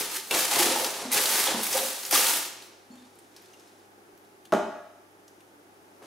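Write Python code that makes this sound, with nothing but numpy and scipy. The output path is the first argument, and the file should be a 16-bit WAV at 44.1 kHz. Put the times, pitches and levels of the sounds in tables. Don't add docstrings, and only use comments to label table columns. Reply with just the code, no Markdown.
import sys
import numpy as np
from scipy import signal
from scipy.fft import rfft, irfft, next_fast_len
from scipy.io import wavfile

SR = 44100
rng = np.random.default_rng(int(sys.argv[2]) if len(sys.argv) > 2 else 0)


def waveform_to_disk(signal):
    frames = np.transpose(np.atleast_2d(signal))
    scaled = np.clip(frames, -1, 1) * 32767
    samples = np.round(scaled).astype(np.int16)
    wavfile.write(sys.argv[1], SR, samples)


N = 267242


# pitch_hz, level_db
DRONE_SPECTRUM = [(70, -57), (120, -19), (230, -13.5), (350, -4.5), (410, -6.5), (480, -12.5), (620, -11.5),
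                  (864, -8), (940, -15.5), (1450, -16), (2300, -22.5), (4200, -28.5), (6000, -27.5),
                  (8000, -32), (10000, -28.5), (15800, -36)]
# pitch_hz, likeness (-1 to 1)
DRONE_LIKENESS = [(60, -0.39), (150, 0.6), (380, 0.82), (950, -0.24), (2380, -0.17), (5980, 0.35),
                  (15000, 0.38)]
# pitch_hz, level_db
HUM = [(100, -70), (200, -79), (300, -73), (400, -75)]
# pitch_hz, t60_s
ROOM_DECAY = [(150, 0.42), (500, 0.64), (2000, 0.9), (6000, 0.83), (15000, 0.13)]
# pitch_hz, side_db
ROOM_SPREAD = [(150, -14), (500, -11.5), (1500, -7), (15000, -5)]
# start_s, level_db
KNOCK_TOUCHES = [(4.523, -6.5), (4.536, -15), (4.547, -26.5), (4.572, -22)]
# pitch_hz, level_db, t60_s
KNOCK_MODES = [(196, -4.5, 0.38), (229.7, -2, 0.2), (283, -14, 0.26), (346, -2, 0.28), (401, -1, 0.14),
               (550, -20, 0.4), (598, 5, 0.18), (652, 2, 0.23), (700, -6, 0.62), (774, -16, 0.22),
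               (821, -5.5, 0.23), (898, -15, 0.44), (1000, -18, 0.18), (1142, -10, 0.13), (1273, -12, 0.14),
               (1332, -12, 0.18), (1425, -4, 0.23), (1633, -30, 0.26), (1740, -27, 0.36), (2340, -30, .3),
               (2520, -24, 0.22), (2930, -32, .35), (3075, -35, 0.37), (3860, -38, 0.47), (5000, -30, 0.21),
               (5060, -25, 0.13), (6150, -29, 0.2), (6780, -32, 0.18)]
# pitch_hz, level_db
THUD_SPECTRUM = [(88, -50), (150, -27), (193, -4.5), (254, -10), (286, -5), (414, -11), (466, -10),
                 (601, -3), (837, -9.5), (979, -16.5), (1140, -11.5), (2020, -22.5), (4670, -38),
                 (6260, -34), (16000, -53)]
# start_s, level_db, pitch_hz
THUMPS = [(0.342, -36.5, 207.6), (0.658, -25, 253), (1.05, -23.5, 256.2), (1.54, -23.5, 231.4),
          (1.801, -35.5, 238.4), (2.125, -33, 286), (2.901, -34, 250), (3.029, -46.5, 254),
          (5.508, -50, 291)]
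# start_s, level_db, pitch_hz, t60_s
PINGS = [(.311, -27, 2694, 0.13), (.311, -25, 3480, 0.035), (.311, -29, 4270, 0.036),
         (1.125, -36, 2015, 0.69), (1.475, -19.5, 3360, 0.027), (2.91, -59, 4400, 0.24),
         (2.92, -55, 7160, .08), (2.98, -56.5, 3610, .12), (3.035, -62, 3610, .12),
         (3.533, -49, 6120, 0.037), (3.537, -56, 2800, .1), (3.595, -68, 11800, 0.18)]
# start_s, level_db, pitch_hz
BUMPS = [(.312, -33, 443), (.345, -29.5, 378), (.35, -27.5, 585), (.515, -25.5, 805), (.59, -19, 391),
         (.605, -23, 870), (.655, -29, 390), (.71, -24.5, 521), (.76, -18.5, 830), (.82, -28, 510),
         (1.17, -25.5, 815), (1.19, -27.5, 530), (1.468, -16.5, 915), (1.47, -29, 540), (1.56, -41, 775),
         (1.74, -24, 536), (1.765, -23, 790), (1.82, -29, 522), (2.125, -20, 830), (2.15, -23, 1140),
         (6.025, -48, 650)]
# start_s, level_db, pitch_hz
SNAPS = [(0.199, -21, 4700), (0.3102, -8.5, 2960), (0.3594, -20, 3900), (0.5594, -15, 4100),
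         (0.6021, -11.5, 2450), (0.845, -7, 5230), (1.117, -11.5, 9200), (1.1776, -7, 2380),
         (1.257, -8.5, 3930), (1.472, -12, 3300), (1.633, -12, 9600), (1.728, -11.5, 5800),
         (1.787, -12, 3370), (2.051, -17.5, 5200), (2.1104, -5.5, 11100), (2.1265, -4, 5600),
         (2.153, -10, 1920), (2.197, -6.5, 9700), (2.622, -30, 4100), (3.155, -44, 9850),
         (3.1882, -37.5, 8900), (3.364, -29.5, 4960), (3.42, -44, 12000), (3.458, -42.5, 5370),
         (3.537, -41.5, 2840), (3.597, -42, 6000), (3.675, -43, 4900), (4.175, -44, 12700),
         (4.248, -47, 4030), (4.453, -33.5, 3540), (5.2794, -38.5, 5560), (5.4051, -43.5, 2980),
         (6.0264, -44, 2500)]
# pitch_hz, width_hz, level_db
TRAY_MODES = [(141, 54, -23), (270, 25, -3), (372.4, 4.6, 7), (440, 30, 2), (522, 6.2, 2.5),
              (580, 16, -2.5), (641, 24, -7), (711, 27, -3.5), (770.5, 47, -1), (830, 17, 0), (932, 53, 1),
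              (1040, 77, -3), (1167, 12.6, -4)]
# pitch_hz, level_db
FOIL_SPECTRUM = [(530, -34), (900, -3), (1060, -12.5), (1160, -6.5), (1430, -7), (1980, -6.5), (8000, -4.5),
                 (10000, -3), (14500, -6.5), (15600, -8.5)]
# start_s, rustle_db, treble_db (stretched in foil()), rumble_db
SCRAPE_CURVES = [
    [(0.0, -25, -2, -35.5), (0.08, -33, -8, -45.5), (0.15, -30, -3, -42.5), (0.22, -41, -5.5, -54),
     (0.3, -45, 0.5, -49)],
    [(0.31, -28, -7, -28.5), (0.35, -21, -6.5, -27), (0.42, -22.5, -4, -34), (0.46, -26, -6, -39.5),
     (0.56, -21.5, -6.5, -29.5), (0.61, -19.5, -5, -25.5), (0.73, -23, -9, -32.5), (0.79, -27, -4, -30.5),
     (0.99, -33.5, -8, -41), (1.04, -33, -12, -37.5), (1.1, -38.5, -18, -43)],
    [(1.13, -26, 1, -37), (1.18, -19.5, -8, -26), (1.22, -26.5, -2.5, -35), (1.35, -23.5, -3.5, -32.5),
     (1.46, -23.5, -3.5, -41), (1.48, -23.5, -13, -29), (1.6, -29.5, -7.5, -30), (1.64, -30, -1, -40),
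     (1.7, -31, -2, -41.5), (1.75, -25.5, -2.5, -30.5), (1.99, -34.5, -4, -49.5), (2.1, -39.5, -0.5, -50)],
    [(2.13, -18.5, -3.5, -25.5), (2.23, -22, -4, -36.5), (2.3, -23.5, -3, -37.5), (2.38, -27, -2.5, -37.5),
     (2.44, -33, -4.5, -48), (2.57, -55, -4, -61), (2.66, -57, -2, -61.5), (2.85, -72, -27, -76)],
    [(2.95, -56.5, -16, -57), (3.29, -62, -15, -79), (3.38, -55, -20, -72), (3.85, -61.5, -20, -63),
     (3.92, -95, -15, -95)],
    [(5.99, -95, -15, -63), (6.026, -54, -17, -43.5), (6.06, -49, -15, -55)],
]
CONTACT_HZ = [537, 620, 660, 820, 450, 600]
BAND_EDGES_HZ = 25 * 2 ** np.arange(0, 9.6, .5)

DRONE_DB = -55.5
AIR_DB = -81
CUTOFF_HZ = 16050
FOIL_WIDTH_DB = -8.5
CONTACT_WANDER_OCT = 0.11
SNAP_DECAY_S, SNAP_BROAD_DB = 0.0073, -3
THUMP_T60_S = 0.41
BUMP_LOSS_DB = 400
BUMP_RING = 2.48


def from_db(db):
    return 10 ** (np.asarray(db) / 20)


def rms_one(x):
    return x / np.sqrt(np.mean(x ** 2) + 1e-20)


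def in_time(rows):
    start_s, *columns = np.transpose(rows)
    return [np.interp(np.arange(N) / SR, start_s, column) for column in columns]


def at_hz(points, hz):
    pitch_hz, value = np.array(points).T
    return np.interp(np.log(hz), np.log(pitch_hz), value)


def band(x, low, high):
    return signal.sosfilt(signal.butter(2, [low, high], "band", fs=SR, output="sos"), x)


def colour(x, spectrum):
    size = next_fast_len(N)
    hz = np.maximum(np.fft.rfftfreq(size, 1 / SR), 1)
    return irfft(rfft(x, size) * from_db(at_hz(spectrum, hz)), size)[..., :N]


def drift(rate_hz):
    r = np.exp(-2 * np.pi * rate_hz / SR)
    noise = rng.standard_normal(N + SR)
    return rms_one(signal.lfilter([1], [1, -2 * r, r * r], noise)[SR:])


def ring(clicks, hz, t60):
    r = from_db(-60 / (t60 * SR))
    w = 2 * np.pi * hz / SR
    return signal.lfilter([0, np.sin(w)], [1, -2 * r * np.cos(w), r * r], clicks + 1e-18)


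def crackle(per_s, spread_db, clump_db):
    sizes = from_db(spread_db * np.minimum(rng.exponential(1, N), 5))
    signs = rng.choice([-1, 1], N)
    struck = rng.random(N) < per_s / SR
    return rms_one(sizes * signs * struck * from_db(clump_db * drift(62)))


def drone():
    hz, alike = np.array(DRONE_LIKENESS).T
    alike = np.clip(alike, -.98, .98)
    mid, side = colour(rng.standard_normal((2, N)), DRONE_SPECTRUM)
    mid = colour(mid, np.c_[hz, 10 * np.log10(1 + alike)])
    side = colour(side, np.c_[hz, 10 * np.log10(1 - alike)])
    air = from_db(DRONE_DB + .5 * drift(0.69)) * rms_one(mid + side * [[1], [-1]])
    t, hum = np.arange(N) / SR, 0
    for pitch_hz, db in HUM:
        hum = hum + from_db(db + 0.89 * drift(3.7)) * np.sqrt(2) * np.sin(2 * np.pi * pitch_hz * t)
    return air + hum


def kitchen(x):
    t = np.arange(SR) / SR
    white, tail = rng.standard_normal((2, 2, SR)), 0
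    for k, (low, high) in enumerate(zip(BAND_EDGES_HZ[2:], BAND_EDGES_HZ[3:])):
        hz = np.sqrt(low * high)
        t60 = max(at_hz(ROOM_DECAY, hz), .05)
        decay = from_db(-60 * t / t60) / np.sqrt(t60 * SR / 14)
        mid, side = band(white[k % 2], low, high) * decay
        tail = tail + mid + from_db(at_hz(ROOM_SPREAD, hz)) * side * [[1], [-1]]
    tail = tail * -np.expm1(-(t / 0.003) ** 2)
    return signal.fftconvolve(x[None], tail, axes=1)[:, :N]


def knock():
    start_s, levels = np.array(KNOCK_TOUCHES).T
    at = [round(s * SR) for s in start_s]
    clicks, body = np.zeros(N), 0
    for k, (hz, db, t60) in enumerate(KNOCK_MODES):
        clicks[at] = from_db(levels + rng.normal(0, 3.0, len(at)))
        body = body + from_db(db - 16.5) * (-1) ** k * ring(clicks, hz, t60)
    clicks[at] = from_db(levels)
    fade = np.exp(-1 / (0.024 * SR))
    envelope = signal.lfilter([1], [1, -fade], clicks)
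    grain = crackle(3000, spread_db=2.5, clump_db=-1.5)
    thud = envelope * rms_one(colour(grain, THUD_SPECTRUM))
    return body + from_db(-14.5) * thud


def thumps():
    out, t = np.zeros(N + SR), np.arange(SR // 2) / SR
    for s, db, hz in THUMPS:
        pair = np.sin(2 * np.pi * hz * t) + .5 * np.sin(2 * np.pi * .9 * hz * t)
        swell = -np.expm1(-t / 0.0032)
        out[round(s * SR):][:len(t)] += from_db(db - 8.5 - 60 * t / THUMP_T60_S) * swell * pair
    return out[:N]


def pings():
    rings = 0
    for s, db, hz, t60 in PINGS:
        click = 1. * (np.arange(N) == round(s * SR))
        rings = rings + from_db(db) * ring(click, hz, t60)
    return rings * from_db(1.0 * drift(40))


def bumps():
    out, t = np.zeros(N + SR), np.arange(SR // 2) / SR
    hz, width, _ = np.transpose(TRAY_MODES)[:, :, None]
    chance = rng.uniform(-1.06, 1, (len(BUMPS), 2))
    for (s, db, near_hz), (phase, detune) in zip(BUMPS, chance):
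        twin = np.sin(2 * np.pi * (hz + 60 * detune) * t + np.pi * phase)
        pair = np.sin(2 * np.pi * hz * t) + 0.64 * twin
        reach_db = -BUMP_LOSS_DB * np.log2(hz / near_hz) ** 2
        level = from_db(db + reach_db - 60 * t * (width + 6) / BUMP_RING)
        out[round(s * SR):][:len(t)] += -np.expm1(-t / 0.0047) * np.sum(level * pair, axis=0)
    return out[:N]


def snaps():
    out, t = np.zeros(N + SR), np.arange(SR // 10) / SR
    noise = rng.standard_normal((len(SNAPS), len(t)))
    for (s, db, hz), burst in zip(SNAPS, noise):
        burst = burst * (np.exp(-t / SNAP_DECAY_S) + 0.39 * np.exp(-t / 0.00035))
        broad = band(burst, 1130, 12200)
        pitched = band(burst, hz / 1.28, min(hz * 1.25, 18000))
        sound = from_db(SNAP_BROAD_DB) * broad + pitched
        out[round(s * SR):][:len(t)] += from_db(db - 5.5) * sound / np.abs(sound).max()
    return out[:N]


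def tray(rumble_db, centre_hz):
    shake = crackle(1500, spread_db=3.5, clump_db=1.0)
    modes = 0
    for hz, width, db in TRAY_MODES:
        off_contact_db = np.minimum(14 * np.log2(hz / centre_hz) ** 2, 9)
        level = from_db(db + 4.5 * drift(18.0) - off_contact_db)
        modes = modes + level * rms_one(ring(shake, hz, 3.8 / width))
    broad = rms_one(band(shake, 244, 1080))
    return from_db(rumble_db - 2.5) * rms_one(rms_one(modes) + from_db(-3.5) * broad)


def foil(rustle_db, treble_db):
    creases = crackle(6000, spread_db=1.5, clump_db=3.0)
    hiss = from_db(-2) * rng.standard_normal(N)
    coloured = rms_one(colour(creases + hiss, FOIL_SPECTRUM))
    dull = signal.filtfilt(*signal.butter(1, 7000, fs=SR), coloured)
    treble = from_db(1.88 * (treble_db + 1.5)) * (coloured - dull)
    return from_db(rustle_db) * (dull + treble)


def scene():
    rows = [(*row, hz) for curve, hz in zip(SCRAPE_CURVES, CONTACT_HZ) for row in curve]
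    rustle_db, treble_db, rumble_db, centre_hz = in_time(rows)
    centre_hz = centre_hz * 2 ** (CONTACT_WANDER_OCT * drift(5))
    near = foil(rustle_db, treble_db) + tray(rumble_db, centre_hz)
    near = near + snaps() + pings() + bumps() + thumps()
    wide = foil(rustle_db + FOIL_WIDTH_DB, treble_db) * [[1], [-1]]
    blow = knock()
    tail = kitchen(from_db(-6.0) * near + from_db(-3) * blow)
    return near + wide + blow + tail + drone()


def record(dry):
    thin = signal.sosfilt(signal.butter(4, 110, "high", fs=SR, output="sos"), dry)
    air = from_db(AIR_DB) * rms_one(band(rng.standard_normal((2, N)), 15, 130))
    return signal.sosfilt(signal.cheby2(22, 60, CUTOFF_HZ, fs=SR, output="sos"), thin + air)


dry = scene()
out = record(dry)
waveform_to_disk(out)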